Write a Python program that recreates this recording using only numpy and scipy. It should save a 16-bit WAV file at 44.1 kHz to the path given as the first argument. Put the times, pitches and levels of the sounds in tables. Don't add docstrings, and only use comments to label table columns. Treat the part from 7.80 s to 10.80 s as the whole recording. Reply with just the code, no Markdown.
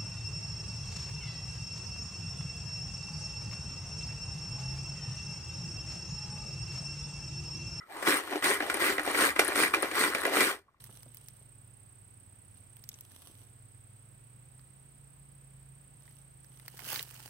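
import sys
import numpy as np
from scipy import signal
from scipy.fft import rfft, irfft, next_fast_len
from scipy.io import wavfile
from scipy.ndimage import uniform_filter1d

SR = 44100
rng = np.random.default_rng(int(sys.argv[2]) if len(sys.argv) > 2 else 0)


def generate_wav(sig):
    pcm = np.round(np.clip(np.atleast_2d(sig).T, -1, 1) * 32767).astype(np.int16)
    wavfile.write(sys.argv[1], SR, pcm)


N = 132300
T = np.arange(N) / SR


def amp(db):
    return 10 ** (np.asarray(db) / 20)


def unit(x):
    return x / np.sqrt(np.mean(x ** 2) + 1e-20)


def matched(x, level):
    return unit(x) * np.sqrt(np.mean(level ** 2))


def read(points, hz):
    f, value = np.transpose(points)
    return np.interp(np.log(hz + 1), np.log(f), value)


def level_curve(points):
    return amp(np.interp(T, *np.transpose(points)))


def add(mix, s, sound):
    part = mix[:, max(round(s * SR), 0):][:, :sound.shape[1]]
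    part += sound[:, :part.shape[1]]


# frequency in Hz, width in Hz, boost in dB.
PLASTIC_MODES = [(187, 28, 5), (304.3, 37, 6), (394, 21, 5.5), (546, 50, 3.5), (770, 110, 3), (1068, 42, 4),
                 (1447, 27, 6.5), (1646, 55, 3.5), (1985, 160, 5.5), (2364, 55, 9), (8590, 560, 4)]


def colour(x, spectrum, size=4096):
    hz = abs(np.fft.fftfreq(size, 1 / SR))
    db = read(spectrum, hz)
    for f, width, boost in PLASTIC_MODES:
        db = db + boost / (1 + (2 * (hz - f) / width) ** 2)
    response = np.exp(np.conj(signal.hilbert(np.log(amp(db)))))
    taps = np.fft.ifft(response).real[None, :size // 2]
    return signal.fftconvolve(x, taps, axes=1)[:, :x.shape[1]]


def coloured_noise(spectrum, length=N):
    return unit(colour(rng.standard_normal((2, length)), spectrum))


ROOM_DB, ROOM_T60 = -11, 0.13


def burst(t60, room_db, size=8192):
    t = T[:size]
    ring, room = rng.standard_normal((2, 2, size))
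    ring = ring * amp(-60 * t / t60)
    room = room * amp(-60 * t / ROOM_T60) * np.minimum(t / 0.0049, 1)
    return unit(ring) + amp(room_db) * unit(room)


def contacts(per_s, spread_db, level, t60, count=8):
    turns = np.cumsum(per_s * np.ones(N)) / SR
    steps = np.arange(int(turns[-1]) - 1)
    draws = rng.random((len(steps), 3))
    at = np.minimum(np.searchsorted(turns, steps + draws[:, 0]), N - 1)
    strength = amp(spread_db * np.minimum(-np.log(1 - draws[:, 1]), 3))
    chosen_spot = (draws[:, 2] * count).astype(int)
    clicks = np.zeros((count, N))
    clicks[chosen_spot, at] = unit(strength) * (level * np.sqrt(SR / per_s))[at]
    return sum(signal.oaconvolve(c[None], burst(t60, ROOM_DB), axes=1)[:, :N] for c in clicks)


PATCH_DB, PATCH_HZ, PATCH_S = 2.5, 500, .03


def wander(x, size=512):
    z = signal.stft(x, nperseg=size)[2]
    field = rng.standard_normal(z.shape[1:])
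    field = uniform_filter1d(field, max(round(PATCH_HZ * size / SR), 1), axis=0)
    field = uniform_filter1d(field, max(round(PATCH_S * 2 * SR / size), 1), axis=1)
    patched = z * amp(PATCH_DB * unit(field))
    return matched(signal.istft(patched, nperseg=size)[1][:, :N], x)


# frequency in Hz, relative level in dB.
FLOOR_SPECTRUM = [(20, -4), (70, 11.5), (400, -6.5), (1200, -4), (3000, -21.5), (15000, -37.5)]


def noise_floor():
    return amp(-73) * coloured_noise(FLOOR_SPECTRUM)


# time in seconds, level in dB.
SHAKE_LEVELS = [(0, -88), (.33, -68.5), (.95, -59.5), (2.65, -62.5), (2.85, -79)]
# frequency in Hz, relative level in dB.
RUMBLE_SPECTRUM = [(20, -11), (48, -19), (68, 2), (95, -3), (150, -15), (400, -41.5), (2000, -88.5)]


def rumble():
    return coloured_noise(RUMBLE_SPECTRUM) * level_curve(SHAKE_LEVELS)


# start in seconds, rise in seconds, pitch in Hz, width in Hz, level in dB.
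NARROW_RINGS = [(.009, .006, 1300, 270, -47.5), (0.032, 0.0076, 1280, 110, -49),
                (.004, .01, 1970, 150, -51), (.078, 0.038, 770, 150, -48.5), (.11, .08, 990, 510, -44.5),
                (2.72, 0.016, 403, 15, -51), (2.88, 0.0055, 1140, 260, -58), (2.944, .003, 1155, 220, -62)]


def creaks_hum_and_taps(size=16384):
    out, t, bins = np.zeros((2, N)), T[:size], np.fft.rfftfreq(size, 1 / SR)
    for s, rise, hz, width, db in NARROW_RINGS:
        resonance = 1 / (1 + (2 * (bins - hz) / width) ** 2)
        ring = irfft(rfft(rng.standard_normal((2, size))) * resonance)
        level = amp(db) * t / rise * np.exp(1 - t / rise)
        add(out, s, matched(ring * level, level))
    return out


# frequency in Hz, relative level in dB per Hz.
RATTLE_SPECTRUM = [(30, -45), (140, -18.5), (290, -1.5), (430, 1.5), (650, -12.5), (1150, 2.5), (2000, 2),
                   (2700, -12), (4200, -9.5), (6300, -21.5), (7900, -11.5), (8800, -8), (10500, -20.5),
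                   (15500, -21)]
RATTLE_T60 = 0.012
# frequency in Hz, relative level in dB per Hz.
CORD_SPECTRUM = [(30, -42.5), (300, -5.5), (1500, 6), (3000, 3), (6500, -5.5), (8800, -5), (11000, -10),
                 (15500, -6.5)]
TEETH_PER_S, TEETH_SPREAD_DB = 330, 4
RUB_DB = -6


def gears_and_cord(drive):
    chatter = contacts(TEETH_PER_S, TEETH_SPREAD_DB, drive, RATTLE_T60)
    gears = matched(colour(chatter, RATTLE_SPECTRUM), drive)
    rub = coloured_noise(CORD_SPECTRUM) * drive
    return wander(gears + amp(RUB_DB) * rub)


def spot(hz, size=8192):
    t, rise_s = T[:size], 0.001
    return (t / rise_s) ** 2 * np.exp(-t / rise_s) * np.sin(2 * np.pi * hz * t)


LUMPS_PER_S, LUMPS_DB = 170, -8.5


def lumps(level, count=16):
    hits = rng.random((count, N)) < LUMPS_PER_S / count / SR
    pitches = np.geomspace(1051, 2105, count)
    rings = [signal.oaconvolve(level * h, spot(hz))[:N] for h, hz in zip(hits, pitches)]
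    gains = np.array([np.ones(count), rng.uniform(-1, 1, count)])
    return amp(LUMPS_DB) * matched(gains @ rings, level)


# start in seconds, relative level in dB, pitch in Hz the trapped air glides and wobbles about.
GEL_WAVES = [(.154, -35, 354), (0.273, -34, 370), (.324, -25.5, 322), (.384, -37, 428), (0.509, -24, 376),
             (.544, -22.5, 347), (.653, -22.5, 366), (.705, -25.5, 404), (.814, -27, 307.4),
             (.864, -29, 598), (.942, -26.5, 310), (1.013, -23.5, 353), (1.084, -27, 406),
             (1.254, -23, 770), (1.334, -29, 368), (1.415, -23, 297), (1.464, -30.5, 458),
             (1.674, -23.5, 348.5), (1.763, -25.5, 300), (1.814, -26.5, 337), (1.954, -25.5, 328),
             (2.028, -23.5, 287.5), (2.154, -30, 398), (2.364, -30.5, 514), (2.464, -22, 638),
             (2.515, -21.5, 541), (2.564, -23.5, 392), (2.615, -33, 358)]
SLOSH_RISE_S, SLOSH_DB = 0.015, -12
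POCKET_DB, POCKET_GLIDE_PER_S, POCKET_WOBBLE = -8.5, 3.3, 0.063


def sloshes(size=8192):
    level, ring, t = np.zeros((1, N)), np.zeros((2, N)), T[:size]
    swell = (t / SLOSH_RISE_S * np.exp(1 - t / SLOSH_RISE_S)) ** 2
    for s, db, hz in GEL_WAVES:
        wobble = unit(uniform_filter1d(rng.standard_normal((2, size)), size // 32, axis=1))
        pitch = hz * (1 + POCKET_GLIDE_PER_S * (t - SLOSH_RISE_S) + POCKET_WOBBLE * wobble)
        tone = np.sin(2 * np.pi * np.cumsum(pitch, axis=1) / SR)
        add(level, s, amp(db + SLOSH_DB) * swell[None])
        add(ring, s, amp(db + POCKET_DB) * swell ** 2 * tone)
    return level[0], ring


# frequency in Hz, relative level in dB.
GEL_SPECTRUM = [(30, -36), (140, -32.5), (290, -2.5), (420, 1.5), (950, -4.5), (2000, -10.5), (2800, -13),
                (15500, -38.5)]
SLAPS_PER_S, SLAP_SPREAD_DB, SLAP_T60 = 480, 3.5, .014


def gel_slaps(level):
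    slaps = contacts(SLAPS_PER_S, SLAP_SPREAD_DB, level, SLAP_T60)
    return matched(colour(slaps, GEL_SPECTRUM), level)


# time in seconds, relative level in dB.
GEAR_DRIVE = [(.07, -64.5), (.11, -50), (.25, -38), (.47, -43), (.55, -39.5), (.6, -46.5), (.86, -38.5),
              (1.21, -43), (1.3, -32), (1.54, -46.5), (1.62, -32), (1.91, -42.5), (2.05, -36), (2.09, -40),
              (2.52, -36), (2.74, -39), (2.84, -78.5)]
STIR_DB = -2.5


def churn():
    drive = level_curve(GEAR_DRIVE)
    waves, pockets = sloshes()
    slaps = gel_slaps(waves + amp(STIR_DB) * drive)
    return slaps + pockets + lumps(drive) + gears_and_cord(drive)


# time in seconds, 2 ms before the strike, relative levels of thud,
# clack and crack in dB, pitch of the struck spot in Hz.
KNOCK_EVENTS = [(.224, -36.5, -35, -39.5, 1660), (.271, -29, -24, -32, 1910), (.321, -36, -23.5, -55, 1640),
                (.622, -36.5, -29.5, -41, 1900), (.64, -35, -29, -29, 1640),
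                (.652, -33.5, -26.5, -45, 1610), (.709, -42, -25.5, -42, 1590),
                (.802, -32, -27.5, -58, 1680), (.821, -34, -34.5, -45, 1839),
                (.897, -39, -25.5, -35.5, 1440), (0.94, -34, -30, -37.5, 2005),
                (0.969, -36.5, -33.5, -40, 1614), (1.069, -36.5, -34.5, -42, 1850),
                (1.179, -31.5, -26.5, -53, 1986), (1.193, -35, -29, -41, 1910),
                (1.344, -38, -26.5, -55, 2324), (1.407, -29, -25, -29, 1550),
                (1.435, -34, -26.5, -33.5, 1730), (1.56, -39.5, -27, -45, 2030),
                (1.591, -22, -16.5, -22, 1420), (1.718, -42.5, -31.5, -54, 2314),
                (1.755, -33, -29, -32.5, 1397), (1.833, -33.5, -20, -38.5, 1700),
                (1.936, -29, -20, -37.5, 1237), (1.943, -32, -26, -33, 2380),
                (2.026, -29.5, -26.5, -36, 1210), (2.111, -38, -34.5, -40.5, 2260),
                (2.235, -38, -24.5, -43.5, 1590), (2.346, -32, -25.5, -33, 2350),
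                (2.45, -27, -23, -36.5, 1986), (2.567, -27, -22.5, -45, 1460),
                (2.604, -26, -24, -25.5, 1920)]
# frequency in Hz, relative level in dB.
THUD_SPECTRUM = [(30, -27), (150, -24), (290, 1.5), (700, 2.5), (1100, -6.5), (3000, -49.5)]
CLACK_SPECTRUM = [(100, -46), (700, -16), (1200, 0), (2100, -2), (3000, -10.5), (8000, -34)]
CRACK_SPECTRUM = [(200, -40), (1800, -7.5), (3200, 6), (6500, 0), (9000, 0), (15500, -9)]
THUD_DB, THUD_T60 = -11, 0.032
CLACK_DB, CLACK_T60 = -13, 0.019
CRACK_DB, CRACK_T60 = -13.5, 0.029
PRESS_S, KNOCK_ATTACK_S, KNOCK_ROOM_DB = .002, 0.00027, -3
SQUEEZE_S, SQUEEZE_DB = .003, -16
SPOT_DB = 10


def knocks(size=8192):
    out, t = np.zeros((2, N)), T[:size]
    for s, thud, clack, crack, hz in KNOCK_EVENTS:
        strike = s + PRESS_S
        scrunch = coloured_noise(RATTLE_SPECTRUM, size) * np.exp(-t[::-1] / SQUEEZE_S)
        add(out, strike - size / SR, amp(clack + SQUEEZE_DB + SPOT_DB) * scrunch)
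        parts = [(thud + THUD_DB, THUD_SPECTRUM, THUD_T60),
                 (clack + CLACK_DB, CLACK_SPECTRUM, CLACK_T60),
                 (crack + CRACK_DB, CRACK_SPECTRUM, CRACK_T60)]
        for db, spectrum, t60 in parts:
            blow = burst(t60, KNOCK_ROOM_DB) * (1 - np.exp(-t / KNOCK_ATTACK_S))
            add(out, strike, amp(db) * unit(colour(blow, spectrum)))
        add(out, strike, amp(clack + SPOT_DB) * np.outer([1, .6], spot(hz)))
    return out


# start in seconds, fastest moment in seconds, end in seconds, relative peak level in dB.
REWIND_EVENTS = [(0.256, .285, 0.39, -25), (.632, 0.669, 0.76, -25), (.995, 1.054, 1.145, -26),
                 (1.35, 1.428, 1.505, -24), (1.752, 1.818, 1.878, -24), (2.143, 2.203, 2.3, -25.5),
                 (2.531, 2.602, 2.712, -24)]
SLOW_DB, SPIN_UP_S, RUN_OUT_S = -8.5, .006, .018
RATTLE_PER_S, RATTLE_SPREAD_DB = 380, 3
CORD_DB = -4


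def rewind():
    level = np.zeros(N)
    for start, fastest, end, db in REWIND_EVENTS:
        arch = np.interp(T, [start, fastest, end], [-1, 0, 1]) ** 2
        fades = np.exp(-np.maximum(start - T, 0) / SPIN_UP_S - np.maximum(T - end, 0) / RUN_OUT_S)
        level += amp(db + SLOW_DB * arch) * fades
    speed = .4 + .6 * np.sqrt(level / level.max())
    clicks = contacts(RATTLE_PER_S * speed, RATTLE_SPREAD_DB, level, RATTLE_T60)
    rattle = matched(colour(clicks, RATTLE_SPECTRUM), level)
    hiss = coloured_noise(CORD_SPECTRUM) * level
    return wander(amp(0.07) * rattle + lumps(level) + amp(CORD_DB) * hiss)


# start in seconds, relative level in dB.
BEAD_EVENTS = [(0.9416, -24), (0.968, -31), (1.2344, -33), (1.264, -31), (1.313, -33), (1.647, -22),
               (1.6793, -20), (1.766, -24), (2.0235, -23), (2.384, -35.5), (2.4124, -30), (2.466, -29.5)]
BEAD_HZ, BEAD_DB, BEAD_RISE_S, BEAD_ROOM_DB, BEAD_GRIT = 9630, 3.5, 0.00063, -7, 0.83


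def beads(size=4096):
    out, t = np.zeros((2, N)), T[:size]
    band = signal.butter(2, [8000, 11500], "band", fs=SR, output="sos")
    for s, db in BEAD_EVENTS:
        hz = BEAD_HZ * (1 + 0.019 * rng.standard_normal())
        ping = (t / BEAD_RISE_S) ** 2 * np.exp(-t / BEAD_RISE_S) * np.sin(2 * np.pi * hz * t)
        grit = signal.sosfilt(band, rng.standard_normal(size)) * np.exp(-t / 0.0019)
        ping = ping + BEAD_GRIT * grit
        room = unit(rng.standard_normal((2, size)) * amp(-60 * t / 0.054)) / np.sqrt(size)
        echo = signal.fftconvolve(ping[None], room, axes=1)[:, :size]
        add(out, s, amp(db + BEAD_DB) * (np.outer([1, 0], ping) + amp(BEAD_ROOM_DB) * echo))
    return out


def scene():
    return noise_floor() + rumble() + creaks_hum_and_taps() + churn() + knocks() + rewind() + beads()


# frequency in Hz, likeness from 0 to 1.
PORT_LIKENESS = [(50, .82), (330, .94), (600, .66), (800, .35), (1200, .55), (3000, .4), (5200, .4),
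                 (7500, .7), (15000, .75)]
# frequency in Hz, gain in dB.
LEFT_GAIN = [(300, -0.5), (1400, -2.5), (2100, -2.5), (2600, -1.5), (5800, -1.5), (6700, -14.5), (7700, -7),
             (8600, 1.5), (9700, 5), (12500, 1), (15000, -5.5)]
RIGHT_GAIN = [(300, -2), (1400, -4), (2400, -0.5), (7200, 1.5), (8700, -2), (9500, -4.5), (10200, -29.5),
              (11300, -5.5), (13000, 5), (15000, -4)]
# frequency in Hz, angle in radians by which left leads.
LEFT_LEAD = [(20, 0), (350, .1), (1100, .9), (2100, 1), (3000, 2.4), (5000, 3.3), (5900, 6.28),
             (16000, 6.28)]
EDGE_HZ = 15650


def record(dry):
    size = next_fast_len(N + 4096)
    hz = np.fft.rfftfreq(size, 1 / SR)
    a, b = rfft(dry, size)
    same = np.clip(read(PORT_LIKENESS, hz), 0, 1)
    right = (same * a + np.sqrt(1 - same ** 2) * b) * np.exp(-1j * read(LEFT_LEAD, hz))
    spectra = np.array([a * amp(read(LEFT_GAIN, hz)), right * amp(read(RIGHT_GAIN, hz))])
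    ports = irfft(spectra, size)[:, :N]
    lowpass = signal.firwin(255, EDGE_HZ, window=("kaiser", 9), fs=SR)
    return signal.oaconvolve(ports, lowpass[None], "same", axes=1)


dry = scene()
out = record(dry)
generate_wav(out)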